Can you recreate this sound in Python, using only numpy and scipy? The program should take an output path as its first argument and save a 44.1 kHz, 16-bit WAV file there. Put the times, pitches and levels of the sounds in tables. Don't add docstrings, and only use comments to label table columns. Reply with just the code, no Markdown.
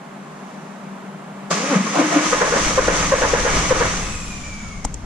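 import sys
import numpy as np
from scipy import signal
from scipy.fft import rfft, irfft
from scipy.io import wavfile
from scipy.ndimage import uniform_filter1d

SR = 44100
rng = np.random.default_rng(int(sys.argv[2]) if len(sys.argv) > 2 else 0)


def put_to_file(sound):
    columns = np.atleast_2d(sound).T
    safe = np.clip(columns, -1, 1)
    whole_steps = np.round(safe * 32767)
    wavfile.write(sys.argv[1], SR, whole_steps.astype(np.int16))


N = 222763
T = np.arange(N) / SR
FREQ = np.maximum(np.arange(N // 2 + 1) * SR / N, 1)
SIDES = np.array([[.5], [-.5]])


def undb(db):
    return 10 ** (np.asarray(db) / 20)


def unit(x):
    return x / np.sqrt(np.mean(x ** 2))


def curves(table):
    s, *columns = np.transpose(table)
    return [np.interp(T, s, c) for c in columns]


def spectra(table):
    hz, *columns = np.transpose(table)
    return [np.interp(np.log(FREQ), np.log(hz), c) for c in columns]


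def colour(x, table, peaks=()):
    db = spectra(table)[0]
    for hz, width, top in peaks:
        db = db + top * np.exp(-((FREQ - hz) / width) ** 2 * 2)
    return unit(irfft(rfft(x) * undb(db), N))


def walk(rate):
    return unit(irfft(rfft(rng.standard_normal(N)) * np.exp(-(FREQ / rate) ** 2), N))


def cycles(hz, waver, rate):
    return 2 * np.pi * np.cumsum(hz * (1 + waver * walk(rate))) / SR


# (f/Hz, shared 0-1, left lead/rad, left minus right/dB)
PORT_PATHS = [(40, .94, 0, 2.8), (250, .97, 0, 2), (500, .75, .1, 2.8), (800, .55, -.8, -.5),
              (1200, .48, -.8, -3), (1800, .5, -.9, -1.3), (2800, .45, -.2, .5), (4200, .25, 0, 3.5),
              (5000, .08, -1, 3.5), (5700, .2, -3.1, 3), (7000, .2, -3.2, -2.4), (13000, .3, -3.2, .5)]


def air():
    shared, lead, pan_db = spectra(PORT_PATHS)
    noise = rfft(rng.standard_normal((3, N)))
    direct = np.sqrt(shared) * noise[0] * np.exp(1j * SIDES * lead)
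    scattered = np.sqrt(1 - shared) * noise[1:]
    return irfft((direct + scattered) * undb(SIDES * pan_db), N)


def place(x, pan_db):
    return x * undb(SIDES * pan_db)


def burst(s, rise, hold, fall):
    age = np.maximum(T - s, 0)
    return np.minimum(age / rise, 1) * np.exp(-np.clip((age - hold) / fall, 0, 40))


def bell(s, width):
    return np.exp(-((T - s) / width) ** 2)


def taps(rate, scatter_db, fall, steady):
    hits = (rng.random(N) < rate / SR) * undb(scatter_db * np.clip(rng.standard_normal(N), -2, 2))
    power = signal.lfilter([1], [1, -np.exp(-2 / (fall * SR))], hits ** 2)
    return unit(np.sqrt(steady + power / power.mean()))


def reflect(x, t60, wet_db):
    t = T[:SR // 2]
    tail = rng.standard_normal((2, len(t))) * 1000 ** (-t / t60) * (t > .004)
    tail /= np.sqrt(np.sum(tail ** 2, axis=1, keepdims=True))
    return x + undb(wet_db) * signal.fftconvolve(x, tail, axes=1)[:, :N]


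# (t/s, level/dB)
HUM_SWELL_CURVE = [(0, -1.5), (.55, 5.5), (.8, 5.5), (1.0, 7), (1.35, 7), (1.7, 9), (5, -12)]
# (t/s, level/dB)
RUSH_SWELL_CURVE = [(0, 1), (.45, 2), (1.15, 1), (1.45, 4), (4.0, -8.5), (5.04, -1.5)]
# (f/Hz, relative level/dB)
RUSH_COLOUR = [(100, -27), (160, -8), (270, -2), (330, -10), (390, -2.5), (450, -7.5), (620, -3.5),
               (1050, -4.5), (1550, -10.5), (2200, -15), (2900, -20.5), (4100, -26), (5000, -29),
               (7000, -26.5), (9500, -32), (14000, -44.5)]
# (f/Hz, relative level/dB)
DRONE_COLOUR = [(25, -32), (112, -50), (135, -7), (160, 2.5), (175, -5), (200, 3.5), (235, -3), (270, -13),
                (400, -20.5), (900, -60)]
RUSH_DB, DRONE_DB, HUM_HZ, HUM_DB = -40, -40, 194.9, -44.5


def workshop():
    phase = cycles(HUM_HZ, waver=0.0091, rate=8)
    hum_level = undb(HUM_DB + curves(HUM_SWELL_CURVE)[0] + 2.4 * walk(9.6))
    hum = hum_level * (np.sin(phase) + undb(-14.5) * np.sin(2 * phase))
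    rush_level = undb(RUSH_DB + curves(RUSH_SWELL_CURVE)[0] + .5 * walk(2.3))
    rush = rush_level * colour(air(), RUSH_COLOUR)
    drone = undb(DRONE_DB) * colour(air(), DRONE_COLOUR)
    return rush + drone + place(hum, pan_db=3.0)


# (f/Hz, relative level/dB)
HISS_COLOUR = [(1200, -28), (2600, -3.5), (3400, -4.5), (4200, -6.5), (5300, -3), (6200, 0.5), (7000, -2.5),
               (7800, -7.5), (8400, -10.5), (10000, -15.5), (11500, -28.5), (13500, -36.5), (15000, -63)]
FAINT_HISS_S, FAINT_HISS_WIDTH_S, FAINT_HISS_DB = 0.55, 0.37, -56


def faint_hiss():
    level = undb(FAINT_HISS_DB) * bell(FAINT_HISS_S, FAINT_HISS_WIDTH_S)
    return level * colour(air(), HISS_COLOUR)


LOAD_LAG_S, LOAD_WIDTH_S = 0.02, 0.027


def gear_load(fastest_s):
    return bell(fastest_s + LOAD_LAG_S, LOAD_WIDTH_S)


GRIP_HZ, SAG_HZ_PER_S = 173.5, 2092
UNLOADED_DB, RUN_UP_WHINE_DB = -11, -7.5


def groan(grip_s, fastest_s, fastest_hz, groan_db, whine_db, boom_s):
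    run_up = np.sin(np.pi / 2 * np.clip((T - grip_s) / (fastest_s - grip_s), 0, 1)) ** 2
    hz = GRIP_HZ + (fastest_hz - GRIP_HZ) * run_up - SAG_HZ_PER_S * np.maximum(T - fastest_s, 0)
    smooth_hz = uniform_filter1d(np.maximum(hz, GRIP_HZ), size=SR // 80)
    phase = cycles(smooth_hz, waver=0.012, rate=85)
    growl = 0
    for k, db in enumerate([-10, -9, -12, -15], start=3):
        growl = growl + undb(db) * (.7 + .7 * walk(90)) * np.sin(k * phase)
    unloaded = undb(UNLOADED_DB) * np.sqrt(run_up) * burst(grip_s, 0.018, boom_s - grip_s, 0.047)
    force = np.maximum(gear_load(fastest_s), unloaded)
    singing = np.maximum(force, undb(RUN_UP_WHINE_DB) * run_up * (T < fastest_s))
    low = force * (undb(groan_db) * np.sin(phase) + undb(whine_db) * growl)
    return low + singing * undb(whine_db) * np.sin(2 * phase)


# (grip t/s, clash level/dB, clash hold/s, clash treble level/dB, fastest t/s, fastest f/Hz,
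#  groan level/dB, octave whine level/dB, boom t/s, boom f/Hz, boom level/dB, after-ring level/dB)
COMPRESSION_STROKES = [(1.498, -20.5, 0.015, 5.5, 1.712, 295, -16, -18, 1.766, 192, -7, -21),
                       (1.938, -19, 0.056, -15, 1.981, 337.5, -17, -17.5, 2.0, 298, -6.5, -16.5),
                       (2.114, -19, 0.036, -24, 2.153, 334, -28, -25, 2.169, 296, -7.5, -19)]
# (f/Hz, relative level/dB)
PINION_COLOUR = [(40, -75), (90, -42), (170, -16), (370, -5), (480, 4), (700, 10), (900, -2), (1250, 2.5),
                 (2000, -18), (4000, -10.5), (7200, -9), (9000, -19), (14000, -44.5)]
# (f/Hz, width/Hz, level/dB)
BLOCK_RESONANCES = [(303.3, 37, 8), (864, 17, 5.5), (994, 10, 4.5), (1036, 18, 6), (1130, 28, 3.5),
                    (1248, 90, 4), (1450, 35, 6), (1530, 26, 2.5), (1670, 37, 5), (1864, 90, 4),
                    (2035, 30, 6), (2184, 45, 4.5), (2287, 35, 6), (2470, 17, 2)]
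# (f/Hz, relative level/dB)
GRIND_COLOUR = [(1200, -29), (2600, -2), (3600, -8), (5000, 0), (7000, -6), (12000, -38)]
START_S = 1.505
CLASH_TREBLE_HZ, CLASH_TREBLE_WIDTH_HZ = 7500, 6600
GRIND_DB, GRIND_HOLD_S, GRIND_FALL_S = -33.5, 0.11, 0.065
BOOM_WIDTH_S, BOOM_SAG_HZ_PER_S = 0.0095, 900
MOUNT_FALL_S, MOUNT_BEAT_HZ, MOUNT_BEAT_SHARE = 0.099, 22, 0.25


def starter():
    clash, body = 0, 0
    teeth = air() * taps(rate=620, scatter_db=-4.0, fall=0.0018, steady=0.95)
    grit = undb(1.6 * walk(52))
    for (grip_s, clash_db, hold, treble_db, fastest_s, fastest_hz,
         groan_db, whine_db, boom_s, boom_hz, boom_db, after_db) in COMPRESSION_STROKES:
        treble = (CLASH_TREBLE_HZ, CLASH_TREBLE_WIDTH_HZ, treble_db)
        metal = colour(teeth, PINION_COLOUR, [*BLOCK_RESONANCES, treble])
        clash = clash + undb(clash_db) * burst(grip_s, 0.015, hold, 0.043) * metal
        gears = grit * groan(grip_s, fastest_s, fastest_hz, groan_db, whine_db, boom_s)
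        age = T - boom_s
        swell = bell(boom_s, BOOM_WIDTH_S)
        heave = swell * np.cos(2 * np.pi * (boom_hz - BOOM_SAG_HZ_PER_S * age / 2) * age)
        beat = 1 + MOUNT_BEAT_SHARE * np.cos(2 * np.pi * MOUNT_BEAT_HZ * age)
        throb = grit * burst(boom_s, 0.013, 0.024, MOUNT_FALL_S) * beat
        after_ring = throb * (1 - swell) * np.cos(cycles(boom_hz, waver=0.0518, rate=113))
        body = body + gears * (1 - swell) + undb(boom_db) * heave + undb(after_db) * after_ring
    grind_level = undb(GRIND_DB) * burst(START_S, 0.0071, GRIND_HOLD_S, GRIND_FALL_S)
    grind = grind_level * colour(teeth, GRIND_COLOUR)
    return clash + grind + reflect(place(body, pan_db=2.0), t60=0.27, wet_db=-21)


DIP_RISE_S, DIP_HOLD_S, DIP_FALL_S = 0.027, 0.033, 0.025


def dip(s):
    return burst(s, DIP_RISE_S, DIP_HOLD_S, DIP_FALL_S)


# (t/s, ring f/Hz, ring level/dB, hold/s, rattle level/dB, rebound t/s, rebound level/dB)
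FIRING_KNOCKS = [(2.323, 512, -13, 0.011, -23, 2.347, -18), (2.409, 491, -10, 0.011, -19, 2.429, -13),
                 (2.519, 488, -13, 0.0098, -19, 2.539, -13), (2.773, 525, -9, 0.014, -22, 2.793, -6.5),
                 (2.875, 486, -11.5, 0.012, -19, 2.905, -17), (3.117, 541.5, -9, 0.014, -22.5, 3.139, -9),
                 (3.214, 503.4, -15.5, 0.016, -19, 3.232, -12), (3.332, 479, -7, 0.0071, -21, 3.351, -14.5),
                 (3.448, 484, -12, .009, -20, 3.466, -17), (3.705, 514.5, -9, .014, -22.5, 3.725, -9),
                 (3.805, 496, -10.5, 0.0094, -19.5, 3.82, -11.5)]


def knock_dips():
    strengths = [undb(db) * np.sqrt(hold) for s, hz, db, hold, *_ in FIRING_KNOCKS]
    dips = sum(size * dip(s) for size, (s, *_) in zip(strengths, FIRING_KNOCKS))
    return dips / max(strengths)


# (t/s, level/dB)
EFFORT_CURVE = [(1.52, -2.5), (1.6, -4.5), (1.75, -2), (1.84, -5.5), (1.92, -4), (2.0, -0.5), (2.95, -1.5),
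                (3.85, -0.7), (4.01, -7), (4.22, -15.5), (4.68, -22.5), (5.04, -33)]
# (t/s, half length/s, hiss level/dB, draught level/dB, clatter level/dB)
ENGINE_SURGES = [(2.266, 0.1, 2, 0, 0), (2.64, 0.077, 3, 1, 1.5), (2.98, 0.07, 2.5, 3, 2),
                 (3.57, 0.042, 2.5, 7, 1.5)]
# (f/Hz, relative level/dB)
BLOCK_COLOUR = [(40, -62), (105, -58), (140, -5), (175, 5.5), (290, -4), (370, -3.5), (520, 0.5), (720, -3),
                (900, -3), (1150, 0.5), (1450, -4.5), (2200, -4.5), (3000, -11.5), (4200, -20.5),
                (8000, -75)]
# (f/Hz, width/Hz, level/dB)
HISS_RESONANCES = [(5905, 170, 6.5), (6516, 72, 7.5), (7620, 170, 6.5), (9120, 160, 5), (10200, 200, 2.5)]
CLATTER_DB, LOAD_CLATTER_DB = -20.5, 1.5
HISS_DB, HISS_FOLLOWS = -24, 0.81
CATCH_S, CRANKING_HISS_DB = 2.27, -2
CLATTER_DIP_DB, HISS_DIP_DB, BOOM_DIP_DB = -2, -4, -3
LULL_LEAD_S, LULL_WIDTH_S, LULL_DB = 0.028, 0.02, -2.5


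def engine():
    running = np.clip((T - START_S) / 0.004, 0, 1)
    cranking = np.clip((CATCH_S - T) / 0.09, 0, 1)
    effort_db, after_knock = curves(EFFORT_CURVE)[0], knock_dips()
    after_boom = sum(dip(boom_s) for *_, boom_s, hz, db, after_db in COMPRESSION_STROKES)
    load = sum(gear_load(fastest_s) for _, _, _, _, fastest_s, *_ in COMPRESSION_STROKES)
    strokes = [*COMPRESSION_STROKES, *FIRING_KNOCKS]
    lull = sum(bell(s - LULL_LEAD_S, LULL_WIDTH_S) for s, *_ in strokes)
    hiss_surge_db = sum(db * bell(s, width) for s, width, db, *_ in ENGINE_SURGES)
    clatter_surge_db = sum(db * bell(s, width) for s, width, *_, db in ENGINE_SURGES)

    tapping = air() * taps(rate=220, scatter_db=5, fall=0.013, steady=3.9)
    clatter = colour(tapping, BLOCK_COLOUR, BLOCK_RESONANCES)
    clatter_db = CLATTER_DB + effort_db + LOAD_CLATTER_DB * load + LULL_DB * lull
    clatter_db = clatter_db + CLATTER_DIP_DB * after_knock + clatter_surge_db

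    flow = air() * taps(rate=170, scatter_db=-7.0, fall=0.0036, steady=16.0)
    ringing = np.clip(undb(0.39 * effort_db), 0, 1)
    hiss = ringing * colour(flow, HISS_COLOUR, HISS_RESONANCES) + (1 - ringing) * colour(flow, HISS_COLOUR)
    hiss_db = HISS_DB + HISS_FOLLOWS * effort_db + CRANKING_HISS_DB * cranking + hiss_surge_db
    hiss_db = hiss_db + HISS_DIP_DB * after_knock + BOOM_DIP_DB * after_boom
    return running * (clatter * undb(clatter_db) + hiss * undb(hiss_db))


# (t/s, ring f/Hz, ring level/dB, rattle level/dB, hold/s)
LOOSE_CLANKS = [(1.508, 1160, -22, -31, 0.0065), (1.744, 1249, -30.5, -28, 0.033),
                (1.859, 1093, -23.5, -40, 0.017), (2.12, 1220, -28.5, -24.5, .012),
                (2.255, 1235, -23, -31, 0.0089), (2.326, 1228, -17.5, -35, 0.011),
                (2.468, 522, -26, -21.5, 0.014), (2.563, 562, -23, -21, 0.011),
                (2.703, 1240, -26, -27, 0.0091), (2.838, 518, -28, -23, 0.013),
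                (3.111, 1127, -24, -36, 0.0066), (3.18, 520, -20.5, -24, 0.008),
                (3.243, 510, -27, -27, 0.0057), (3.29, 1120, -28, -31, .015), (3.38, 508, -26, -27, 0.021),
                (3.489, 578, -28, -23, 0.012), (3.762, 525, -25, -25, 0.015), (3.829, 520, -24, -28, 0.011)]
# (f/Hz, relative level/dB)
RATTLE_COLOUR = [(80, -50), (300, -17), (460, 8), (600, 8), (750, -2), (1050, 3), (1300, -2), (1750, 2.5),
                 (2400, -18), (4500, -29), (10000, -66)]


def clanks():
    tone, shake = 0, 0
    for s, hz, db, rattle_db, hold in LOOSE_CLANKS:
        blow = burst(s, 0.0037, hold, 0.012)
        tone = tone + undb(db) * blow * np.sin(2 * np.pi * hz * (T - s))
        shake = shake + undb(rattle_db) * blow
    rattle = shake * colour(air(), RATTLE_COLOUR, BLOCK_RESONANCES)
    gritty = tone * undb(1.7 * walk(150))
    return reflect(place(gritty, pan_db=5.0), t60=0.22, wet_db=-20) + rattle


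# (t/s, half length/s, f/Hz, level/dB)
MOUNT_LURCHES = [(1.531, 0.013, 179.6, -20.5), (1.81, 0.0069, 213, -16), (1.855, 0.0087, 200, -16.5)]


def lurch():
    throb = 0
    for s, width, hz, db in MOUNT_LURCHES:
        throb = throb + undb(db) * bell(s, width) * np.sin(cycles(hz, waver=0.027, rate=77))
    return place(throb, pan_db=2.0)


# (t/s, level/dB)
DRAUGHT_CURVE = [(2.2, -55), (2.34, -36.5), (2.52, -38.5), (2.62, -29.5), (3.83, -25), (4.07, -29.5),
                 (4.4, -33), (4.75, -32.5)]
# (f/Hz, relative level/dB)
BUFFET_COLOUR = [(12, -3.5), (32, -1.5), (48, -2), (65, -8), (110, -8.5), (200, -13), (290, -22.5),
                 (400, -53), (1000, -68)]


def draught():
    surge_db = sum(db * bell(s, width) for s, width, _, db, _ in ENGINE_SURGES)
    level = undb(curves(DRAUGHT_CURVE)[0] + surge_db)
    onset = np.clip((T - DRAUGHT_CURVE[0][0]) / 0.042, 0, 1)
    return colour(air(), BUFFET_COLOUR) * level * onset


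# (level/dB, left minus right/dB, left lead/rad, roughness 0-1)
KNOCK_HARMONICS = [(0, 3.4, -0.055, 0.08), (-12, -12, -0.82, 0.48), (-12, 0, -1.3, 0.5)]
KNOCK_SAG_PER_S = 0.93
REBOUND_WIDTH_S = 0.0046


def knocks():
    rings, shake = 0, 0
    drift = cycles(1, waver=0.024, rate=310)
    grit = [(1 - rough / 2) + rough * walk(170) for *_, rough in KNOCK_HARMONICS]
    for s, hz, db, hold, rattle_db, rebound_s, rebound_db in FIRING_KNOCKS:
        age = np.clip(T - s, 0, .1)
        phase = hz * (drift - np.interp(s, T, drift) - np.pi * KNOCK_SAG_PER_S * age ** 2)
        first = undb(db) * burst(s, 0.0055, hold, 0.0018)
        rebound = undb(rebound_db) * bell(rebound_s, REBOUND_WIDTH_S)
        blow = np.maximum(first, rebound)
        for k, (order_db, pan_db, lead, _) in enumerate(KNOCK_HARMONICS, start=1):
            partial = np.sin(k * phase + SIDES * lead)
            rings = rings + place(undb(order_db) * blow * grit[k - 1] * partial, pan_db)
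        shake = shake + undb(rattle_db) * burst(s, 0.0078, 0.027, 0.048)
    jangle = air() * taps(rate=340, scatter_db=2.0, fall=0.0069, steady=0.82)
    rattle = shake * colour(jangle, RATTLE_COLOUR, BLOCK_RESONANCES)
    return reflect(rings, t60=0.6, wet_db=-25) + rattle


# (multiple, level at top speed/dB, roughness at top speed 0-1, fully out t/s)
WHINE_PARTIALS = [(1, 6, 0.45, 4.12), (3, 4.5, .3, 3.98), (4, -5.5, .55, 4.0), (5, -20, .5, 4.0)]
# (t/s, level/dB)
WHINE_CURVE = [(3.8, -70), (3.97, -52), (4.12, -47), (4.3, -47), (4.45, -50), (4.55, -51), (4.72, -50.5),
               (4.82, -59), (5.04, -77)]
ROTOR_TOP_S, ROTOR_TOP_HZ, SPIN_UP_PER_S, COAST_PER_S = 4.01, 2627, .11, .245
FRAY_PER_S = 0.8
WHINE_EMERGE_S, WHINE_FLUTTER_DB, WHINE_FLUTTER_HZ = .3, 3, 16


def whine():
    age = T - ROTOR_TOP_S
    speed = np.exp(np.minimum(SPIN_UP_PER_S * age, -COAST_PER_S * age))
    phase = cycles(ROTOR_TOP_HZ * speed, waver=0.005, rate=44)
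    tone = 0
    for k, order_db, rough, out_s in WHINE_PARTIALS:
        rough = np.clip(rough + FRAY_PER_S * np.maximum(age, 0), 0, 1)
        body = np.sqrt(1 - rough) * undb(1.7 * walk(40)) + np.sqrt(rough) * walk(90 * k)
        emerging = np.clip(1 + (T - out_s) / WHINE_EMERGE_S, 0, 1)
        flutter = unit(undb(WHINE_FLUTTER_DB * np.tanh(walk(WHINE_FLUTTER_HZ))))
        level = undb(order_db) * speed ** (1.6 * (k - 1))
        tone = tone + level * body * emerging * flutter * np.sin(k * phase)
    return reflect(place(tone * undb(curves(WHINE_CURVE)[0]), pan_db=0.0), t60=0.48, wet_db=3.5)


SQUEAL_S, SQUEAL_WIDTH_S, SQUEAL_HZ, SQUEAL_SAG_PER_S, SQUEAL_DB = 4.68, 0.095, 1310, 1.6, -46


def squeal():
    age = np.clip(T - SQUEAL_S, -.5, .5)
    level = undb(SQUEAL_DB + 2.0 * walk(50)) * bell(SQUEAL_S, SQUEAL_WIDTH_S)
    hz = SQUEAL_HZ * np.exp(-SQUEAL_SAG_PER_S * age)
    tone = level * np.sin(cycles(hz, waver=0.0346, rate=150))
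    return reflect(place(tone, pan_db=3), t60=0.22, wet_db=1)


CONTACT_S = 0.00066


def ring(modes, s):
    age = np.clip(T - s, 0, 1)
    tones = sum(undb(db) * np.sin(2 * np.pi * hz * age) * 1000 ** (-age / t60) for hz, db, t60 in modes)
    return (1 - np.exp(-age / CONTACT_S)) * tones


# (t/s, snap level/dB, brightness f/Hz, case knock level/dB, thump level/dB)
CLICK_SNAPS = [(4.844, -28, 6000, -50, -60), (4.8491, -14.5, 7470, -11, -15.5),
               (4.9414, -22, 7040, -47, -27)]
# (share of its brightness frequency, relative level/dB)
SNAP_COLOUR = [(.25, -14.5), (.55, -20), (.85, -3), (1, 3), (1.2, -8), (1.5, -26), (2, -31)]
# (f/Hz, level/dB, t60/s)
CASE_RESONANCES = [(503, -14, .022), (700, -7, 0.014), (837, 2, 0.015), (1220, -7, 0.016),
                   (2310, -17, .012), (3180, -9.5, 0.0078), (5450, -16, .02)]
# (f/Hz, level/dB, t60/s)
THUMP_RESONANCES = [(53.3, 1, 0.12), (187, -3.5, 0.051), (265, -5, 0.05), (400, -13, .04)]


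def clicks():
    out, noise = 0, air()
    for s, snap_db, hz, case_db, thump_db in CLICK_SNAPS:
        snap = colour(noise, [(hz * share, db) for share, db in SNAP_COLOUR])
        out = out + undb(snap_db) * burst(s, 0.0011, 0.00094, 0.003) * snap
        case = undb(case_db) * ring(CASE_RESONANCES, s)
        thump = undb(thump_db) * ring(THUMP_RESONANCES, s + 0.0026)
        out = out + place(case + thump, pan_db=4.5)
    return reflect(out, t60=0.11, wet_db=-33)


def scene():
    resting = workshop() + faint_hiss()
    running = starter() + engine() + clanks() + lurch() + draught() + knocks()
    return resting + running + whine() + squeal() + clicks()


TOP_HZ = 14200


def record(dry):
    return signal.sosfilt(signal.ellip(8, .2, 70, TOP_HZ, fs=SR, output="sos"), dry)


dry = scene()
out = record(dry)
put_to_file(out)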